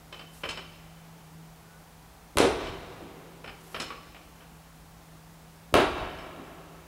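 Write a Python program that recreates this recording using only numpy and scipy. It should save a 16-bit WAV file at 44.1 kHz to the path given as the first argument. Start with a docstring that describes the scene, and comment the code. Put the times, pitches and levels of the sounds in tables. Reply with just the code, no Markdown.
"""Barbell lifts in a sports hall

Two lifts, a few metres away. Steel sleeves and collars clink as the bar is pulled and caught,
and clothes swish; then the rubber plates knock down on the platform, rattle and bounce.
The hall rings on after every blow, over the hum and rush of its ventilation.
A far machine squeaks once."""
import sys
import numpy as np
from scipy import signal
from scipy.fft import rfft, irfft
from scipy.io import wavfile
from scipy.ndimage import uniform_filter1d

SR = 44100
rng = np.random.default_rng(int(sys.argv[2]) if len(sys.argv) > 2 else 0)


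def waveform_to_disk(signal):
    """Save audio, clipped to [-1, 1], as 16-bit WAV at the path in sys.argv[1]."""
    frames = np.transpose(np.atleast_2d(signal))
    scaled = np.clip(frames, -1, 1) * 32767
    samples = np.round(scaled).astype(np.int16)
    wavfile.write(sys.argv[1], SR, samples)


N = 302948


def amp(db):
    """Decibels to gain."""
    return 10 ** (np.asarray(db) / 20)


def seconds(length):
    """Time axis of the given length."""
    return np.arange(int(length * SR)) / SR


def fade(t, t60):
    """Free decay, 60 dB down after t60."""
    return np.exp(-np.log(1000) * t / t60)


def add(out, s, sound):
    """Mix a sound in at time s."""
    start = max(int(s * SR), 0)
    out[start:start + len(sound)] += sound[:len(out) - start]


def white(size):
    """Noise of rms 1 with a flat spectrum and random phases."""
    return irfft(np.exp(2j * np.pi * rng.random(size // 2 + 1)), size) * np.sqrt(size)


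def colour(x, points, size=4096):
    """EQ through (f/Hz, level/dB) points that keeps the power of white noise."""
    hz, db = np.transpose(points)
    log_hz = np.log(np.maximum(np.fft.rfftfreq(size, 1 / SR), 1))
    curve_db = np.interp(log_hz, np.log(hz), db)
    # minimum phase keeps the attacks sharp
    cepstrum = irfft(np.log(amp(curve_db)))
    cepstrum[1:size // 2] *= 2
    cepstrum[size // 2 + 1:] = 0
    response = irfft(np.exp(rfft(cepstrum)))
    return signal.fftconvolve(x, response / np.linalg.norm(response))[:len(x)]


def drift(rate_hz):
    """Slow random wander of spread 1."""
    lowpass = np.exp(-(np.fft.rfftfreq(N, 1 / SR) / rate_hz) ** 2)
    slow = irfft(rfft(white(N)) * lowpass, N)
    return slow / np.std(slow)


def tone(hz):
    """A sine that follows a pitch curve."""
    return np.sin(2 * np.pi * np.cumsum(hz) / SR)


def spray(envelope, smooth_bins):
    """Dense random impacts under an envelope, about even at all pitches; unit energy."""
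    spectrum = rfft(white(len(envelope)) * envelope)
    spectrum /= np.sqrt(uniform_filter1d(np.abs(spectrum) ** 2, size=smooth_bins))
    return irfft(spectrum, len(envelope))


def burst(t, t60):
    """A contact: a spray of tiny impacts that dies quickly."""
    envelope = fade(t, t60)
    return spray(envelope, smooth_bins=201) * np.linalg.norm(envelope) * (t < 2 * t60)


def ring(t, modes, pitch, scatter_db, spread):
    """Struck modes; their strengths and tuning vary with the point of contact."""
    hz, db, t60 = np.transpose(modes)
    strength, detune = rng.standard_normal((2, len(hz)))
    gain = amp(db + scatter_db * strength)
    tuned_hz = hz * pitch * (1 + spread * detune)
    waves = np.sin(2 * np.pi * np.outer(tuned_hz, t)) * fade(t, t60[:, None])
    return gain @ waves / np.linalg.norm(gain)


def ventilation():
    """Room tone: a wavering fan and a motor drone over duct rumble and the steady rush of air."""
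    # swell of the fan tone: t/s, relative level/dB
    fan_swell = [(0, -55.4), (0.9, -51.7), (1.7, -53.3), (2.1, -59.4), (3.3, -53.5), (4.3, -55.7),
                 (6.87, -54.0)]
    # spectrum of the ducts: f/Hz, level/dB
    duct_eq = [(20, -17), (35, -3), (57, -6.5), (80, -8), (110, -11), (200, -14), (300, -18), (450, -16.5),
               (900, -53.5)]
    # spectrum of the vents: f/Hz, level/dB
    vent_eq = [(130, -30.5), (215, -6.5), (271, -8.5), (308, -1), (336, -18.5), (508, -8), (607, -7),
               (739, -3.5), (1000, -6.5), (1840, -13), (3150, -17), (15500, -23)]
    fan_hz, motor_hz, flutter_db = 162.6, 55.8, 1.9
    fan_db = np.interp(np.arange(N) / SR, *np.transpose(fan_swell)) - 1 + flutter_db * drift(8.7)
    fan = amp(fan_db) * tone(fan_hz + 1.65 * drift(9.9))
    motor = amp(-62.5) * (1 + 0.36 * drift(2.0)) * tone(motor_hz + 2.33 * drift(4.6))
    rumble = amp(-57.5) * colour(white(N), duct_eq)
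    air = amp(-55.48) * colour(white(N), vent_eq)
    return np.sqrt(2) * (fan + motor) + rumble + air


def clinks(end_count=2):
    """Loose sleeves and collars at the ends of the bar clack and set the steel ringing."""
    # knocks on the bar: t/s, clack level/dB, clack cutoff/Hz, ring level/dB, ring centre/Hz
    knocks = [(.124, -35, 4200, -30.5, 3200), (.192, -37.5, 3000, -31.5, 2920),
              (.4335, -25, 3150, -20, 2330), (0.4874, -27, 6900, -24, 3900), (.571, -32, 3580, -27, 3000),
              (2.667, -45, 3000, -28.5, 3000), (3.441, -33.5, 2600, -34.5, 3000),
              (3.474, -31, 2560, -35.5, 3520), (3.743, -25, 3250, -24.5, 2200),
              (3.798, -25, 7400, -22.5, 4700), (3.902, -31, 3000, -24, 1200),
              (4.144, -39.5, 3000, -39, 2400), (4.404, -43, 2430, -46, 2820), (6.091, -47, 2806, -35, 3000),
              (6.184, -46, 2800, -34, 2970)]
    # spectrum of a sleeve's clack: f/Hz, level/dB
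    sleeve_eq = [(40, -5), (70, 1), (130, -10.5), (260, -2.5), (550, -2.5), (850, -6), (1220, -1.5),
                 (1900, -7.5), (2550, -3.5), (3800, -8), (5200, -12.5), (6300, -12.5), (10000, -10),
                 (15000, -44)]
    # modes of the bar and its sleeves: f/Hz, level/dB, t60/s
    steel_modes = [(1156, 5, 0.086), (1226, 5, 0.04), (1525, -19, .05), (2346, -1.5, 0.052),
                   (2510, 2, 0.033), (2796, 2, 0.037), (3020, -2.5, 0.083), (3044, 0, 0.11),
                   (3500, -10, 0.058), (3860, -11.5, 0.045), (4190, -5.5, 0.069), (4680, -5.5, 0.074),
                   (5150, -5, 0.095), (5280, -3.5, 0.089), (5400, -8.5, 0.12), (5830, -9, 0.057),
                   (6800, -13.5, 0.066), (7750, -6, 0.055), (7970, -3, .07), (9300, -5, 0.067),
                   (10200, -8, 0.065), (12700, -8, .06)]
    ends, t = np.zeros((end_count, N)), seconds(.3)
    attack = 1 - np.exp(-(t / 0.0027) ** 2)  # the sleeve slides home rather than meeting the bar flat
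    contacts = [contact for knock in knocks for contact in rebound(*knock)]
    for k, (s, clack_db, cutoff_hz, ring_db, centre_hz) in enumerate(contacts):
        lowpass = signal.butter(3, cutoff_hz, fs=SR)
        clack = signal.lfilter(*lowpass, colour(burst(t, t60=0.08), sleeve_eq))
        # the place of the contact favours the modes around one pitch
        modes = [(hz, db - 11 * abs(np.log2(hz / centre_hz)), t60) for hz, db, t60 in steel_modes]
        steel = ring(t, modes, pitch=1, scatter_db=3.5, spread=0.0085)
        clink = attack * (amp(clack_db - 1) * clack + amp(ring_db - 5) * steel)
        add(ends[k % end_count], s, clink)
    return sum(end + amp(-7.5) * hall(end) for end in ends)


def rebound(s, clack_db, cutoff_hz, ring_db, centre_hz):
    """The two contacts of one clink: the sleeve strikes, springs back and strikes more softly."""
    return [(s, clack_db, cutoff_hz, ring_db, centre_hz),
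            (s + .017, clack_db - 4.5, cutoff_hz, ring_db - 3.5, centre_hz)]


def hall(x):
    """Reverb from one spot: dense reflections off floor and racks, a long tail, a soft far-wall slap."""
    # reverb bands: f/Hz, early level/dB, tail level/dB, tail t60/s
    bands = [(60, -2, 4.5, 1.75), (159, 2, -6.5, 4.3), (416, 7.5, -6.5, 4), (1050, 3, -6, 3),
             (2380, 4, -4.5, 2.8), (5180, 3, -7.5, 1.83), (8500, -0.5, -18, 1), (14300, -32, -25, 0.2)]
    t = seconds(2)
    log_hz = np.log(np.maximum(np.fft.rfftfreq(len(t), 1 / SR), 1))
    centres = np.log([row[0] for row in bands])
    early_envelope = fade(t, 0.41) * (1 - np.exp(-(t / 0.0065) ** 2))
    early_spectrum = rfft(spray(early_envelope, smooth_bins=121) * (t < 1))
    tail_spectrum = rfft(white(len(t)))
    far_wall = 1 + 0.63 * np.exp(-((t - .265) / 0.065) ** 2)
    response = np.zeros(len(t))
    for share, (_, early_db, tail_db, t60) in zip(np.eye(len(bands)), bands):
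        band = np.interp(log_hz, centres, share)
        decay = fade(t, t60) * (1 - np.exp(-t / 0.032)) * far_wall
        response += amp(early_db) * irfft(early_spectrum * band, len(t))
        response += amp(tail_db) * irfft(tail_spectrum * band, len(t)) * decay / np.linalg.norm(decay)
    return signal.fftconvolve(x, response)[:N]


def clothes():
    """Fabric hisses briefly as the lifter pulls."""
    # one swish a pull: t/s, level/dB, half length/s
    swishes = [(0.41, -56, 0.089), (3.734, -57, 0.14)]
    t = np.arange(N) / SR
    swell = sum(amp(db) * np.exp(-((t - s) / half_length) ** 2) for s, db, half_length in swishes)
    flutter = amp(2 * drift(40))
    hiss = colour(white(N), [(1000, 2), (5000, 0), (12000, 3), (15500, -10)])
    return swell * flutter * hiss


def squeak():
    """Dry friction in a far machine gives a faint, unsteady tone."""
    # the squeak: t/s, length/s, f/Hz, level/dB
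    chirp = (1.64, .2, 1480, -59)
    s, length, hz, db = chirp
    out = np.zeros(N)
    whine = tone(hz * (1 + .012 * drift(40)))
    swell = np.sin(np.pi * seconds(length) / length)
    add(out, s, amp(db) * swell * whine[:len(swell)])
    return out


def landings(spot_count=3):
    """Each landing thuds in the platform, clacks in the plates and cracks at their edge."""
    # main blows, one list a drop: t/s, thud level/dB, thud pitch ratio, clack level/dB, crack level/dB
    drops = [
        [(2.3712, -10, 1.44, -14, -11.5), (2.3845, -15, 1.15, -23, -6), (2.4025, -3, 0.96, -17.5, -38),
         (2.411, -9, 1.1, -19.5, -34), (2.5, -18, 0.99, -26.5, -55)],
        [(5.741, -9.5, 1.7, -8, -11.5), (5.7536, -3.5, 0.93, -14.5, -19.5), (5.7755, -14.5, 1.09, -27, -26),
         (5.801, -17, 1.3, -16, -44)],
    ]
    # modes of the platform: f/Hz, level/dB, t60/s
    platform_modes = [(72.7, -26.5, 0.26), (117.8, -21.5, 0.11), (258, -15, 0.022), (328.5, -3, 0.034),
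                      (405.2, 1.5, .035), (500, -4, 0.027), (658, -11.5, 0.034)]
    # spectrum of a plate's clack: f/Hz, level/dB
    clack_eq = [(100, -10.5), (400, 1), (750, 3.5), (1200, 2), (1850, -6), (2450, -7), (4000, -14),
                (5500, -33.5), (12000, -30)]
    # spectrum of the crack at its edge: f/Hz, level/dB
    crack_eq = [(300, 2.5), (2000, -2), (4000, 1.5), (5800, -5.5), (8000, -5.5), (10400, -2),
                (12500, -13.5), (15000, -25)]
    direct, spots, t = np.zeros(N), np.zeros((spot_count, N)), seconds(.5)
    attack = 1 - np.exp(-t / .0011)  # rubber gives way and softens the thud
    contacts = [contact for blows in drops for contact in drop(blows)]
    for k, (s, thud_db, pitch, clack_db, crack_db) in enumerate(contacts):
        thud = amp(thud_db - 1.5) * attack * ring(t, platform_modes, pitch, scatter_db=2.5, spread=0.019)
        clack = amp(clack_db - 2.5) * colour(burst(t, t60=0.029), clack_eq)
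        crack = amp(crack_db - 2.5) * colour(burst(t, t60=0.0048), crack_eq)
        add(direct, s, thud + clack + crack)
        # the plates touch down in turn at different spots; the platform stirs the hall less than they do
        add(spots[k % spot_count], s, amp(-5) * thud + clack + crack)
    return direct + sum(hall(spot) for spot in spots)


def drop(blows, rattle_count=6):
    """All contacts of one drop, laid out like its blows: floor tremor, boom, blows, rattle, bounces."""
    # the bar bounces and settles: delay/s, thud level/dB, thud pitch ratio, clack level/dB
    settling = [(.24, -29, 0.88, -29.5), (.325, -31, .25, -49), (.656, -29.5, .8, -55)]
    start, silent = blows[0][0], -np.inf
    tremor = (start - 0.01475, -26, 0.8, silent, silent)  # the floor carries the blow ahead of the air
    boom = (start - 0.0034, -18, .2, silent, silent)  # the whole floor gives under the weight
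    # the loose plates rattle, growing weaker and much duller
    gap_s, jitter_s, fall_db_per_s, dulling_db_per_s = .012, .002, 25, 250
    rattle = []
    for age in gap_s * np.arange(rattle_count) + jitter_s * rng.standard_normal(rattle_count):
        fall_db, dulling_db = fall_db_per_s * age, dulling_db_per_s * age
        rattle.append((start + .02 + age, -21 - fall_db, 1.1, -24.5 - fall_db, -29.5 - dulling_db))
    bounces = [(start + delay, thud_db, pitch, clack_db, clack_db - 14)
               for delay, thud_db, pitch, clack_db in settling]
    return [tremor, boom, *blows, *rattle, *bounces]


def scene():
    """Mono mix of the lifts, the far squeak and the ventilation."""
    return (landings() + clinks() + clothes() + squeak() + ventilation())[None]


def record(dry):
    """Master chain: thin the deep bass, round the highest peaks and cut the top."""
    low_cut = signal.butter(2, 36, "high", fs=SR, output="sos")
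    high_cut = signal.ellip(10, .1, 70, 15700, fs=SR, output="sos")
    rounded = np.tanh(signal.sosfilt(low_cut, dry))
    return signal.sosfilt(high_cut, rounded)


dry = scene()
out = record(dry)
waveform_to_disk(out)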